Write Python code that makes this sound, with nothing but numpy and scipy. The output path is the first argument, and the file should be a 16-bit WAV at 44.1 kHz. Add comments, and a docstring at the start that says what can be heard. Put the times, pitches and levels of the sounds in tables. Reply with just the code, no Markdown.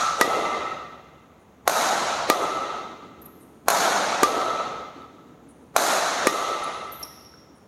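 """Badminton drill in a large, hard-walled sports hall, opening on the echo of a smash.
A feeder beside the microphone lifts a shuttle; the string bed rings. A player further off runs back,
shoes thudding and at times squeaking, takes off with a scuff and smashes: a crack over the cork's knock.
Each loud hit pushes the recorder's gain down, so the echo seems to hang while the gain recovers.
The cycle repeats about every 2 s, over light knocks around the court and quiet hall air."""
import sys
import numpy as np
from scipy import signal
from scipy.fft import rfft, irfft, next_fast_len
from scipy.io import wavfile
from scipy.ndimage import uniform_filter1d

SR = 44100
rng = np.random.default_rng(int(sys.argv[2]) if len(sys.argv) > 2 else 0)


def wav_out(sig):
    """Save sig, one row per channel (or a flat mono array), as 16-bit PCM at SR to the path in sys.argv[1]."""
    wavfile.write(sys.argv[1], SR, np.round(np.clip(np.atleast_2d(sig).T, -1, 1) * 32767).astype(np.int16))


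N = 338247
LEAD = SR // 2  # samples ahead of time zero
TOTAL = N + LEAD
AGE_S = np.arange(SR // 4) / SR
CUTOFF_HZ = 16000

# smashes: (time [s], level [dB], hall ring [dB], hall tilt [dB/oct], near echo [dB], footwork [dB])
SMASH_HITS = [(-0.36, 9.5, -8.5, 1.9, -9, -34.5), (1.677, 15, -18, 0.1, -9.5, -47),
              (3.6835, 16, -18, -0.06, -5, -32.5), (5.7635, 15.5, -35, 0.5, -13, -33.5),
              (7.83, 16, -19, 0, -9, -41)]
# feeds: (time [s], body [dB], mode 2 boost [dB], ping re body [dB], hall tilt [dB/oct], Doppler [ratio])
FEED_HITS = [(0.2116, 8.5, 12, -14, -0.76, 0.0046), (2.2999, 12, -1.5, -15, -0.6, 0.021),
             (4.2318, 11.5, -9.5, -13.5, -0.57, .039), (6.2706, 13, 5, -18.5, 0.65, 0.037)]
# shoes on turns: (time [s], length [s], pitch [Hz], level [dB], scuff re squeal [dB], hall send [dB])
TURN_SQUEAKS = [(3.214, 0.02, 13200, -43, 0, -31), (3.254, 0.014, 12100, -36.5, -4, -40),
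                (6.634, 0.013, 10800, -48, 11, -34), (6.917, 0.0236, 12200, -34.5, -8.5, -27.5),
                (6.99, 0.02, 11900, -41, -2, -30), (7.027, 0.0132, 5690, -23.5, -12.5, -35.5)]
# light knocks around the court: (time [s], pitch [Hz], level [dB])
LIGHT_KNOCKS = [(.277, 437, -2.5), (0.452, 1200, -12), (4.121, 850, -8.5), (5.02, 3800, -39.5),
                (7.339, 1440, -32)]
# cork on the string bed, smash and feed: (frequency [Hz], level [dB], t60 [s])
SMASH_CORK_MODES = [(720, -5.5, 0.013), (1090, -11, 0.023), (1514, -23.5, 0.013)]
FEED_CORK_MODES = [(383, 1.76, 0.0061), (850, -10.5, .007)]
# feeder's string bed: (frequency [Hz], level [dB], t60 [s])
STRING_MODES = [(1230.3, 5, 0.1), (1947, -8.5, 0.12), (2550, -16, .09), (3510, -21, 0.14)]
# radiation directions of a swung racket: (Doppler shift [ratio], level [dB])
RACKET_DIRECTIONS = [(-.04, 7), (0, 1.5), (0.04, 6), (0.063, 9.5)]
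# noise spectra: (frequency [Hz], relative density [dB])
SMASH_HALL_SPECTRUM = [(60, -66.5), (115, -26.5), (200, -13.5), (440, -8.5), (720, 1), (1020, -5.5),
                       (1360, -4.5), (1750, -12), (3000, -20.5), (4000, -14.5), (5000, -19.5),
                       (6600, -12.5), (7800, -21.5), (12500, -21), (16000, -42)]
FEED_HALL_SPECTRUM = [(60, -34), (110, -19.5), (200, -11), (400, 1.9), (730, 4), (1050, -2.5), (1650, -13),
                      (2900, -16.5), (3900, -10), (4900, -20.5), (6500, -12.5), (7800, -23), (12000, -21.5),
                      (16000, -47.5)]
CRACK_SPECTRUM = [(600, -15), (2100, .5), (3000, -11.5), (4100, 0), (5000, -10), (6600, -2), (7800, -9),
                  (12000, -4.5), (16000, -23)]
SCATTER_SPECTRUM = [(800, -11), (2500, -1.5), (6000, -0.5), (8000, -10), (12000, -12.5), (16000, -28.5)]  # feed's tick off the near floor and wall
STEP_SPECTRUM = [(40, -44), (90, -14), (250, 3), (450, -1), (1000, -43), (3000, -41.5), (7000, -33),
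                 (14000, -63)]
AIR_SPECTRUM = [(25, -28), (48, -20.5), (68, 0), (100, -6.5), (140, -2), (270, -3), (400, -6), (950, -11.5),
                (1300, -16.5), (1800, -21.5), (4100, -32), (5000, -37), (6700, -29), (7800, -39),
                (16000, -39)]
# hall decay: (frequency [Hz], t60 [s])
HALL_DECAY = [(100, 1.67), (400, 1.476), (1200, 1.575), (3000, 1.813), (6500, 1.28), (9000, 1.02),
              (14000, 0.58)]


def smashes(crack_db=-19.5, frame_db=-18, whip_db=-24.5, hall_db=-20,
            near_wall_s=0.0186, far_wall_s=0.087, far_wall_db=-18):
    """Whip of air, hard crack over the cork's knock, two wall echoes, hall."""
    out = np.zeros(TOTAL)
    for s, db, ring_db, tilt_db_oct, near_wall_db, _ in SMASH_HITS:
        knock = radiate(ring(SMASH_CORK_MODES), corner_hz=393) + ring([(1382, frame_db, 0.04)])
        hit = from_db(db) * (from_db(crack_db) * crack(length_s=0.0056) - knock)
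        add(out, s - AGE_S[-1], from_db(whip_db) * swish(hz=800, rise_s=0.0057))
        add(out, s, hit)
        add(out, s + near_wall_s, from_db(near_wall_db) * hit)
        add(out, s + far_wall_s, from_db(far_wall_db) * hit)
        add(out, s, from_db(db + hall_db) * hall_tail(tilted(SMASH_HALL_SPECTRUM, tilt_db_oct)))
        add(out, s, from_db(ring_db) * strings_in_hall([(1237, 0)]))
    return radiate(out, corner_hz=90)


def feeds(tick_db=-1.5, swing_db=-19, scatter_db=-15, scatter_s=0.023,
          hall_db=-14, ring_db=-13.5, off_centre_share=0.36):
    """Underhand swing, soft low thump and tick, ping of the strings."""
    out = np.zeros(TOTAL)
    for s, db, boost_db, ping_db, tilt_db_oct, doppler in FEED_HITS:
        # off-centre contact wakes mode 2 and brightens the ring in the hall
        near_modes, far_modes = [], []
        for k, (hz, mode_db, t60_s) in enumerate(STRING_MODES):
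            near_modes.append((hz, mode_db + boost_db * (k == 1), t60_s))
            far_modes.append((hz, mode_db + off_centre_share * boost_db * (k > 0)))
        body = ring(FEED_CORK_MODES) + from_db(ping_db) * strings_direct(near_modes, doppler)
        tick = from_db(tick_db) * crack(length_s=0.0035, tilt_db_oct=-3.5)
        add(out, s - AGE_S[-1], from_db(swing_db) * swish(hz=556, rise_s=0.013))
        add(out, s, from_db(db) * radiate(body, corner_hz=252) + tick)
        scatter = noise(SCATTER_SPECTRUM) * np.exp(-AGE_S / scatter_s)
        add(out, s, from_db(scatter_db) * scatter)
        tail = hall_tail(tilted(FEED_HALL_SPECTRUM, tilt_db_oct), build_s=0.1, thin_share=0.27)
        add(out, s, from_db(hall_db) * tail)
        add(out, s, from_db(ring_db) * strings_in_hall(far_modes))
    return out


def crack(length_s, tilt_db_oct=0.56):
    """Feathers and strings snap while the shuttle is in contact."""
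    contact = np.exp(-(AGE_S / length_s) ** 4)
    return radiate(noise(tilted(CRACK_SPECTRUM, tilt_db_oct)) * contact, corner_hz=500)


def strings_direct(modes, doppler, slowing_s=0.15, release_s=0.0025):
    """Strings ring once the shuttle leaves: flat while swung away, rising as the racket slows."""
    heard_age_s = AGE_S - doppler * slowing_s * (1 - np.exp(-AGE_S / slowing_s))
    release = 1 - np.exp(-(AGE_S / release_s) ** 2)
    return release * np.interp(heard_age_s, AGE_S, ring(modes))


def strings_in_hall(modes, t60_s=0.11):
    """A moving racket sends a different pitch each way, widening the echo; high modes die sooner."""
    lowest_hz = modes[0][0]
    beams = []
    for shift, beam_db in RACKET_DIRECTIONS:
        shifted = [(hz * (1 + shift), db, t60_s * np.sqrt(lowest_hz / hz)) for hz, db in modes]
        beams.append(from_db(beam_db) * ring(shifted))
    return radiate(sum(map(hall, beams)), corner_hz=700) / np.sqrt(np.sum(np.square(beams)))


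def swish(hz, rise_s):
    """Air through the racket swells up to contact."""
    rush = noise([(hz / 4, -28), (hz, 0), (hz * 3, -23), (9000, -33), (16000, -52)])
    return rush * np.exp(-AGE_S[::-1] / rise_s)


def ring(modes):
    """Decaying sines of a struck body."""
    return sum(from_db(db - 60 * AGE_S / t60_s) * np.sin(2 * np.pi * hz * AGE_S)
               for hz, db, t60_s in modes)


def radiate(sound, corner_hz):
    """A small, open body cannot push out long waves."""
    return signal.sosfilt(signal.butter(3, corner_hz, "high", fs=SR, output="sos"), sound)


def squeaks(take_off_lead_s=0.283, take_off_length_s=0.046, take_off_hz=9900):
    """Shoes squeak on sharp turns and scuff at each take-off; the hall holds their pitch."""
    out = np.zeros(TOTAL)
    # columns as in TURN_SQUEAKS
    take_offs = [(s - take_off_lead_s, take_off_length_s, take_off_hz, footwork_db - 21, -0.5, -35.5)
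                 for s, *_, footwork_db in SMASH_HITS]
    for s, length_s, hz, db, scuff_db, hall_db in TURN_SQUEAKS + take_offs:
        squeak = from_db(db) * slip(length_s, hz, scuff_db)
        add(out, s, squeak)
        add(out, s, from_db(hall_db) * hall(squeak))
    return out


def slip(length_s, hz, scuff_db, fall_share=0.045, jitter_share=0.017, overtone_db=-7, stutter_db=3.0):
    """Rubber sole sticks and slips on the mat: unsteady, falling squeal inside a scuff."""
    size = int(length_s * SR)
    flutter_spectrum = [(30, -20), (100, 0), (350, 0), (1200, -30), (5000, -70)]
    wobble = noise(flutter_spectrum)[:size]
    grip = noise(flutter_spectrum)[:size]
    pitch_hz = hz * (1 - fall_share * np.linspace(0, 1, size)) * (1 + jitter_share * wobble)
    phase = 2 * np.pi * np.cumsum(pitch_hz) / SR
    overtone = from_db(overtone_db) * np.sin(2 * phase) * (2 * hz < CUTOFF_HZ)
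    scuff = noise([(hz * 0.6, -30), (hz * 1.004, 0), (hz, -27)])[:size]
    envelope = unit_rms(from_db(stutter_db * grip)) * signal.windows.tukey(size, 0.5)
    return (np.sin(phase) + overtone + from_db(scuff_db) * scuff) * envelope


def steps(run_up_s=0.83, step_s=0.16, count=5, drop_db_per_step=1, roll_s=0.039, hall_db=-38):
    """Feet roll onto the cushioned mat before each smash, ever lighter; the hall blurs the thuds."""
    out = np.zeros(TOTAL)
    for s, *_, footwork_db in SMASH_HITS:
        for k in range(count):
            thud = noise(STEP_SPECTRUM) * AGE_S / roll_s * np.exp(-AGE_S / roll_s)
            add(out, s - run_up_s + k * step_s, from_db(footwork_db - drop_db_per_step * k) * thud)
    return out + from_db(hall_db) * hall(out)[:TOTAL]


def knocks(hall_db=-39):
    """Light knocks around the court: short, hollow, weak upper mode."""
    out = np.zeros(TOTAL)
    for s, hz, db in LIGHT_KNOCKS:
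        knock = ring([(hz, 0, 0.014), (hz * 2.6, -13, 0.007)])
        add(out, s, from_db(db) * radiate(knock, corner_hz=hz / 2))
    return out + from_db(hall_db) * hall(out)[:TOTAL]


def hall_tail(spectrum, build_s=0.13, thin_share=0.55, grain_db=1.5, blend_s=0.23, patchy_db=2.0):
    """Hall response to a snap: lumpy reflections thicken into an uneven wash; treble dies first."""
    t = np.arange(2 * SR) / SR
    hz, frame_s, cells = signal.stft(noise(spectrum, len(t)), SR, nperseg=256)
    lumps_db = grain_db * np.exp(-frame_s / blend_s) * rng.standard_normal(len(frame_s))
    patches = uniform_filter1d(rng.standard_normal(cells.shape), size=10, axis=1)
    decay_db = 60 * frame_s / at_hz(HALL_DECAY, hz)[:, None]
    fade = from_db(lumps_db + patchy_db * patches / patches.std() - decay_db)
    wash = signal.istft(cells * fade, SR)[1][:len(t)]
    return wash * (1 - thin_share * np.exp(-t / build_s))


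def hall(sound):
    """Reverberation of any sound."""
    return signal.fftconvolve(sound, hall_tail([(1, 0), (SR, 0)]))


def hall_air(level_db=-45.5):
    """Quiet, steady air of the hall, mostly bass."""
    return from_db(level_db) * noise(AIR_SPECTRUM, next_fast_len(TOTAL))[:TOTAL]


def gain_control(x, threshold_db=-8.5, release_db_per_s=33, ease_s=0.11):
    """Gain drops at once on a loud hit, creeps back and eases off near full recovery."""
    excess_db = np.maximum(running_level_db(x, size=128) - threshold_db, 0)
    recovery_db = release_db_per_s * np.arange(len(x)) / SR
    cut_db = np.maximum.accumulate(excess_db + recovery_db) - recovery_db
    pole = np.exp(-1 / (ease_s * SR))
    cut_db = np.maximum(cut_db, signal.lfilter([1 - pole], [1, -pole], cut_db))
    return x * from_db(-uniform_filter1d(cut_db, size=32))


def noise_reduction(x, open_db=-33, knee_db=7, depth_db=8):
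    """The recorder turns quiet passages down, hurrying the end of each echo."""
    closed_share = (1 - np.tanh((running_level_db(x, size=2048) - open_db) / knee_db)) / 2
    return x * from_db(-depth_db * closed_share)


def running_level_db(x, size):
    """Mean power over a sliding window."""
    return 10 * np.log10(np.abs(uniform_filter1d(x ** 2, size=size)) + 1e-12)


def noise(spectrum, size=len(AGE_S)):
    """Coloured noise, rms 1."""
    gain = from_db(at_hz(spectrum, np.fft.rfftfreq(size, 1 / SR)))
    return unit_rms(irfft(rfft(rng.standard_normal(size)) * gain, size))


def tilted(spectrum, db_per_octave):
    """Tilt about 1 kHz: faster, flatter contact sends out more treble."""
    return [(hz, db + db_per_octave * np.log2(hz / 1000)) for hz, db in spectrum]


def at_hz(points, hz):
    """Table lookup on a log-frequency axis."""
    points_hz, values = np.transpose(points)
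    return np.interp(np.log(np.maximum(hz, 1)), np.log(points_hz), values)


def from_db(db):
    """Decibels to gain."""
    return 10 ** (np.asarray(db) / 20)


def unit_rms(x):
    """Scale to rms 1."""
    return x / np.sqrt(np.sum(x ** 2) + 1e-20) * np.sqrt(len(x))


def add(track, s, sound):
    """Mix in at time s; the track starts LEAD samples early."""
    start = max(round(s * SR) + LEAD, 0)
    track[start:start + len(sound)] += sound[:max(len(track) - start, 0)]


def scene():
    """One microphone, same in both channels."""
    air = hall_air()
    mono = smashes() + feeds() + knocks() + squeaks() + steps() + air
    return np.tile(noise_reduction(gain_control(mono))[LEAD:], (2, 1))


def record(dry):
    """Peak clip, then steep low-pass."""
    low_pass = signal.cheby2(16, 70, CUTOFF_HZ + 1000, fs=SR, output="sos")
    return signal.sosfilt(low_pass, np.clip(dry, -0.85, 0.85))


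dry = scene()
out = record(dry)
wav_out(out)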